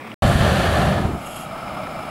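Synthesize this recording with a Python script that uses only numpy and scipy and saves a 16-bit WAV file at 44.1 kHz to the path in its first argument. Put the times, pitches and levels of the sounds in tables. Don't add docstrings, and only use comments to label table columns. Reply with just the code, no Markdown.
import sys
import numpy as np
from scipy.fft import rfft, irfft, next_fast_len
from scipy.io import wavfile
from scipy.ndimage import map_coordinates

SR = 44100
rng = np.random.default_rng(int(sys.argv[2]) if len(sys.argv) > 2 else 0)


def waveform_to_disk(signal):
    frames = np.transpose(np.atleast_2d(signal))
    scaled = np.clip(frames, -1, 1) * 32767
    samples = np.round(scaled).astype(np.int16)
    wavfile.write(sys.argv[1], SR, samples)


N = 92610
T = np.arange(N) / SR
AIR_END_S, CUT_IN_S = 0.143, 0.2218


def amp(db):
    return 10 ** (np.asarray(db) / 20)


def unit_rms(x):
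    return x / np.sqrt(np.mean(x ** 2) + 1e-20)


def curve(rows):
    times_s, *columns = np.transpose(rows)
    return np.squeeze([np.interp(T, times_s, column) for column in columns])


def wobble(rate_hz):
    return map_coordinates(rng.standard_normal(4096), [T * rate_hz + 2], mode="wrap")


def turbulence(flutter_db, rate_hz):
    return rng.standard_normal(N) * amp(flutter_db * wobble(rate_hz))


def filtered(x, response):
    size = next_fast_len(N + SR // 2)
    hz = np.fft.rfftfreq(size, 1 / SR)
    return irfft(rfft(x, size) * response(hz), size)[:N]


def coloured(x, spectrum):
    points_hz, points_db = np.transpose(spectrum)
    def response(hz):
        return amp(np.interp(np.log(hz + 1), np.log(points_hz + 1), points_db))
    return unit_rms(filtered(x, response))


def resonant(x, modes):
    def response(hz):
        power = 0
        for centre_hz, width_hz, db in modes:
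            damping = (hz * width_hz) ** 2
            detuning = (centre_hz ** 2 - hz ** 2) ** 2
            power += (amp(db) * damping / (detuning + damping)) ** 2
        return np.sqrt(power)
    return unit_rms(filtered(x, response))


def bursts(rows, relative_width=0.39):
    total = np.zeros(N)
    for peak_s, db, hz, half_width_s in rows:
        swell = np.exp(-((T - peak_s) / half_width_s) ** 2)
        band = resonant(rng.standard_normal(N), [(hz, relative_width * hz, 0)])
        total += amp(db) * swell * band
    return total


# frequency in Hz, relative level in dB.
AIR_SPECTRUM = [(25, -19), (65, -23), (115, 3), (155, -4), (230, 3.5), (300, -2.5), (650, -5), (900, -6.5),
                (1120, -4), (1450, -11.5), (2400, -7), (2900, -21), (3300, -16), (4400, -29), (5150, -26),
                (6500, -35), (8600, -31), (12000, -35.5), (15000, -38.5)]
# peak time in seconds, level in dB, centre in Hz, half-width in seconds.
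AIR_TICKS = [(.049, -30, 604, 0.0038), (.07, -40, 2200, .002), (.118, -34, 2300, 0.0016),
             (.14, -45, 1800, 0.0016)]

def open_air(noise_db=-36.5):
    air = coloured(turbulence(flutter_db=1.5, rate_hz=103), AIR_SPECTRUM)
    return amp(noise_db) * air + bursts(AIR_TICKS)


def whine(pitch_hz=15680, level_db=-71):
    return amp(level_db) * np.sin(2 * np.pi * pitch_hz * T)


# time in seconds, level in dB.
BILLOW_ENVELOPE = [(.22, -18), (.43, -19), (.52, -20), (.72, -21.5), (.79, -18), (.95, -21), (1.06, -23),
                   (1.155, -25.5), (1.195, -36), (1.32, -53)]
# frequency in Hz, relative level in dB.
BILLOW_SPECTRUM = [(20, -15), (40, -14), (65, 3.5), (85, 5), (115, -0.5), (150, 1.5), (200, 1), (270, -11),
                   (370, -16), (480, -27.5), (900, -64)]
# centre time in seconds, peak in dB.
FUEL_PUFFS = [(0.224, -35), (0.2522, -6), (.301, -8), (0.357, -10), (0.413, -9), (0.521, -14), (0.855, -15),
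              (1.055, -12.5)]

def billows(puff_half_width_s=0.0018):
    roar = amp(curve(BILLOW_ENVELOPE)) * coloured(rng.standard_normal(N), BILLOW_SPECTRUM)
    for centre_s, peak_db in FUEL_PUFFS:
        offset = (T - centre_s) / puff_half_width_s
        roar -= amp(peak_db) * offset * np.exp((1 - offset ** 2) / 2)
    return roar


# time in seconds, level in dB, treble gain in dB.
BLAZE_ENVELOPE = [(.22, -18, -1), (.3, -21, 1), (.365, -25, 4.5), (.46, -20, 1.5), (.6, -21, 2.5),
                  (.7, -22, 1), (.82, -19.5, -1), (.92, -21, -2.5), (1.03, -28, -2), (1.12, -42, 1),
                  (1.25, -83, -10)]
# frequency in Hz, relative level in dB.
BLAZE_SPECTRUM = [(180, -31), (300, -6), (380, -2.5), (480, -5), (580, 1.5), (690, 2), (790, -2.5),
                  (930, -10.5), (1110, -7), (1380, -6.5), (1540, -10.5), (1750, -7.5), (2000, -16),
                  (2600, -17), (3130, -14.5), (4020, -20.5), (4400, -19.5), (5250, -30.5), (6000, -29),
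                  (8500, -48)]

def blaze(pops_per_s=150, crackle_db=-13.5, ring_db=-14.5, treble_split_hz=1170):
    level_db, treble_db = curve(BLAZE_ENVELOPE)
    eddies = coloured(turbulence(flutter_db=-0.8, rate_hz=77), BLAZE_SPECTRUM)
    pops = (rng.random(N) < pops_per_s / SR) * rng.lognormal(0, 0.22, N)
    crackle = coloured(pops, BLAZE_SPECTRUM)
    ring = resonant(turbulence(flutter_db=-1.5, rate_hz=60), [(1713, 230, 0)])
    rush = eddies + amp(crackle_db) * crackle + amp(ring_db) * ring
    body = filtered(rush, lambda hz: 1 / (1 + (hz / treble_split_hz) ** 4))
    treble = rush - body
    flicker_db = 0.37 * wobble(rate_hz=26.9)
    return amp(level_db + flicker_db) * (body + amp(treble_db) * treble)


# frequency in Hz, relative level in dB.
SPRAY_SPECTRUM = [(3000, -16), (5500, -10), (7000, 3.5), (8500, 2), (10800, 2), (12500, -4), (14000, -12),
                  (15700, -29)]

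def fuel_spray(start_db=-38.5, sag_db_per_s=5.5, valve_shut_s=0.82, fall_db_per_s=36):
    sag_db = sag_db_per_s * (T - CUT_IN_S)
    fall_db = fall_db_per_s * np.maximum(T - valve_shut_s, 0)
    flicker_db = 0.43 * wobble(rate_hz=18.5)
    fizz = coloured(turbulence(flutter_db=1.2, rate_hz=600), SPRAY_SPECTRUM)
    return amp(start_db - sag_db - fall_db + flicker_db) * fizz


# time in seconds, level in dB.
PILOT_ENVELOPE = [(1.0, -34.5), (1.25, -33.5), (1.48, -33), (1.58, -30.5), (1.82, -30.5), (1.93, -30.5),
                  (2.1, -30.5)]
# centre in Hz, width in Hz, relative level in dB.
TUBE_MODES = [(180, 209, 5), (669, 240, 7), (810, 240, 0), (1224, 285, 2.5), (1312, 205, 2.5),
              (2130, 140, -5), (2330, 184, -4), (2830, 1150, -13), (3870, 130, -16.5), (4540, 440, -20.5),
              (5154, 240, -14), (7040, 300, -26), (8040, 180, -24), (10200, 1300, -25.5), (13300, 600, -28)]
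# peak time in seconds, level in dB, centre in Hz, half-width in seconds.
PILOT_SPUTTERS = [(1.561, -32, 1180, 0.011), (1.814, -29.5, 670, 0.022), (1.872, -23.5, 1190, 0.0019),
                  (1.88, -33, 810, 0.0033), (1.963, -34, 616, 0.0048)]
# frequency in Hz, relative level in dB.
PILOT_GAS_SPECTRUM = [(25, 1), (80, 7.5), (400, -3), (1000, -7), (1800, -7), (3500, -14.5), (4500, -22.5),
                      (5900, -22.5), (8100, -20), (9200, -21.5), (11000, -23), (12300, -22), (13500, -30),
                      (15300, -34)]

def pilot_torch(gas_db=-41.5):
    flame = resonant(turbulence(flutter_db=1.1, rate_hz=150), TUBE_MODES)
    gas = coloured(turbulence(flutter_db=0.9, rate_hz=320), PILOT_GAS_SPECTRUM)
    return amp(curve(PILOT_ENVELOPE)) * flame + bursts(PILOT_SPUTTERS) + amp(gas_db) * gas


# centre in Hz, width in Hz, relative level in dB.
GULP_MODES = [(329, 123, -2), (800, 460, -11)]

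def burnout(peak_s=1.059, half_width_s=0.12, level_db=-29):
    swell = np.exp(-((T - peak_s) / half_width_s) ** 4)
    gulp = resonant(turbulence(flutter_db=-1.5, rate_hz=180), GULP_MODES)
    return amp(level_db) * swell * gulp


# centre in Hz, width in Hz, relative level in dB.
NOZZLE_MODES = [(2780, 330, 4), (3240, 130, 2.5), (6730, 340, -4.5), (7400, 280, -5.5), (8130, 470, -5),
                (8970, 390, -9), (9900, 990, -19), (11180, 370, 1), (11650, 400, -14), (12200, 260, -10),
                (13200, 700, -19), (14300, 500, -20)]
# frequency in Hz, relative level in dB.
VENT_SPECTRUM = [(1800, -25), (2700, 2), (3300, -3), (4200, 1), (5800, -2), (7000, -6), (9000, 1),
                 (10300, -4), (12000, 2), (13000, -7), (14600, -10), (15500, -22)]

def nozzle_vent(start_s=1.222, peak_s=1.417, peak_db=-39.5, swell_db_per_s=37, edge_db_per_s=267):
    swell_db = swell_db_per_s * np.minimum(T - peak_s, 0)
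    outside_s = np.maximum(start_s - T, 0) + np.maximum(T - peak_s, 0)
    level_db = peak_db + swell_db - edge_db_per_s * outside_s
    whistle = resonant(turbulence(flutter_db=2.5, rate_hz=60), NOZZLE_MODES)
    hiss = coloured(turbulence(flutter_db=-1.0, rate_hz=230), VENT_SPECTRUM)
    return amp(level_db) * (whistle + amp(-8.5) * hiss)


def scene():
    air = open_air()
    tone = whine()
    flamethrower = billows() + blaze() + fuel_spray() + pilot_torch() + burnout() + nozzle_vent()
    mix = (T < AIR_END_S) * (air + tone) + (T > CUT_IN_S) * (flamethrower + tone)
    return mix[None]


def record(dry, ceiling=0.72, cutoff_hz=15780):
    mono = dry[0]
    rounded = mono / (1 + np.abs(mono / ceiling) ** 6) ** (1 / 6)
    return filtered(rounded, lambda hz: 1 / (1 + (hz / cutoff_hz) ** 400))[None]


dry = scene()
out = record(dry)
waveform_to_disk(out)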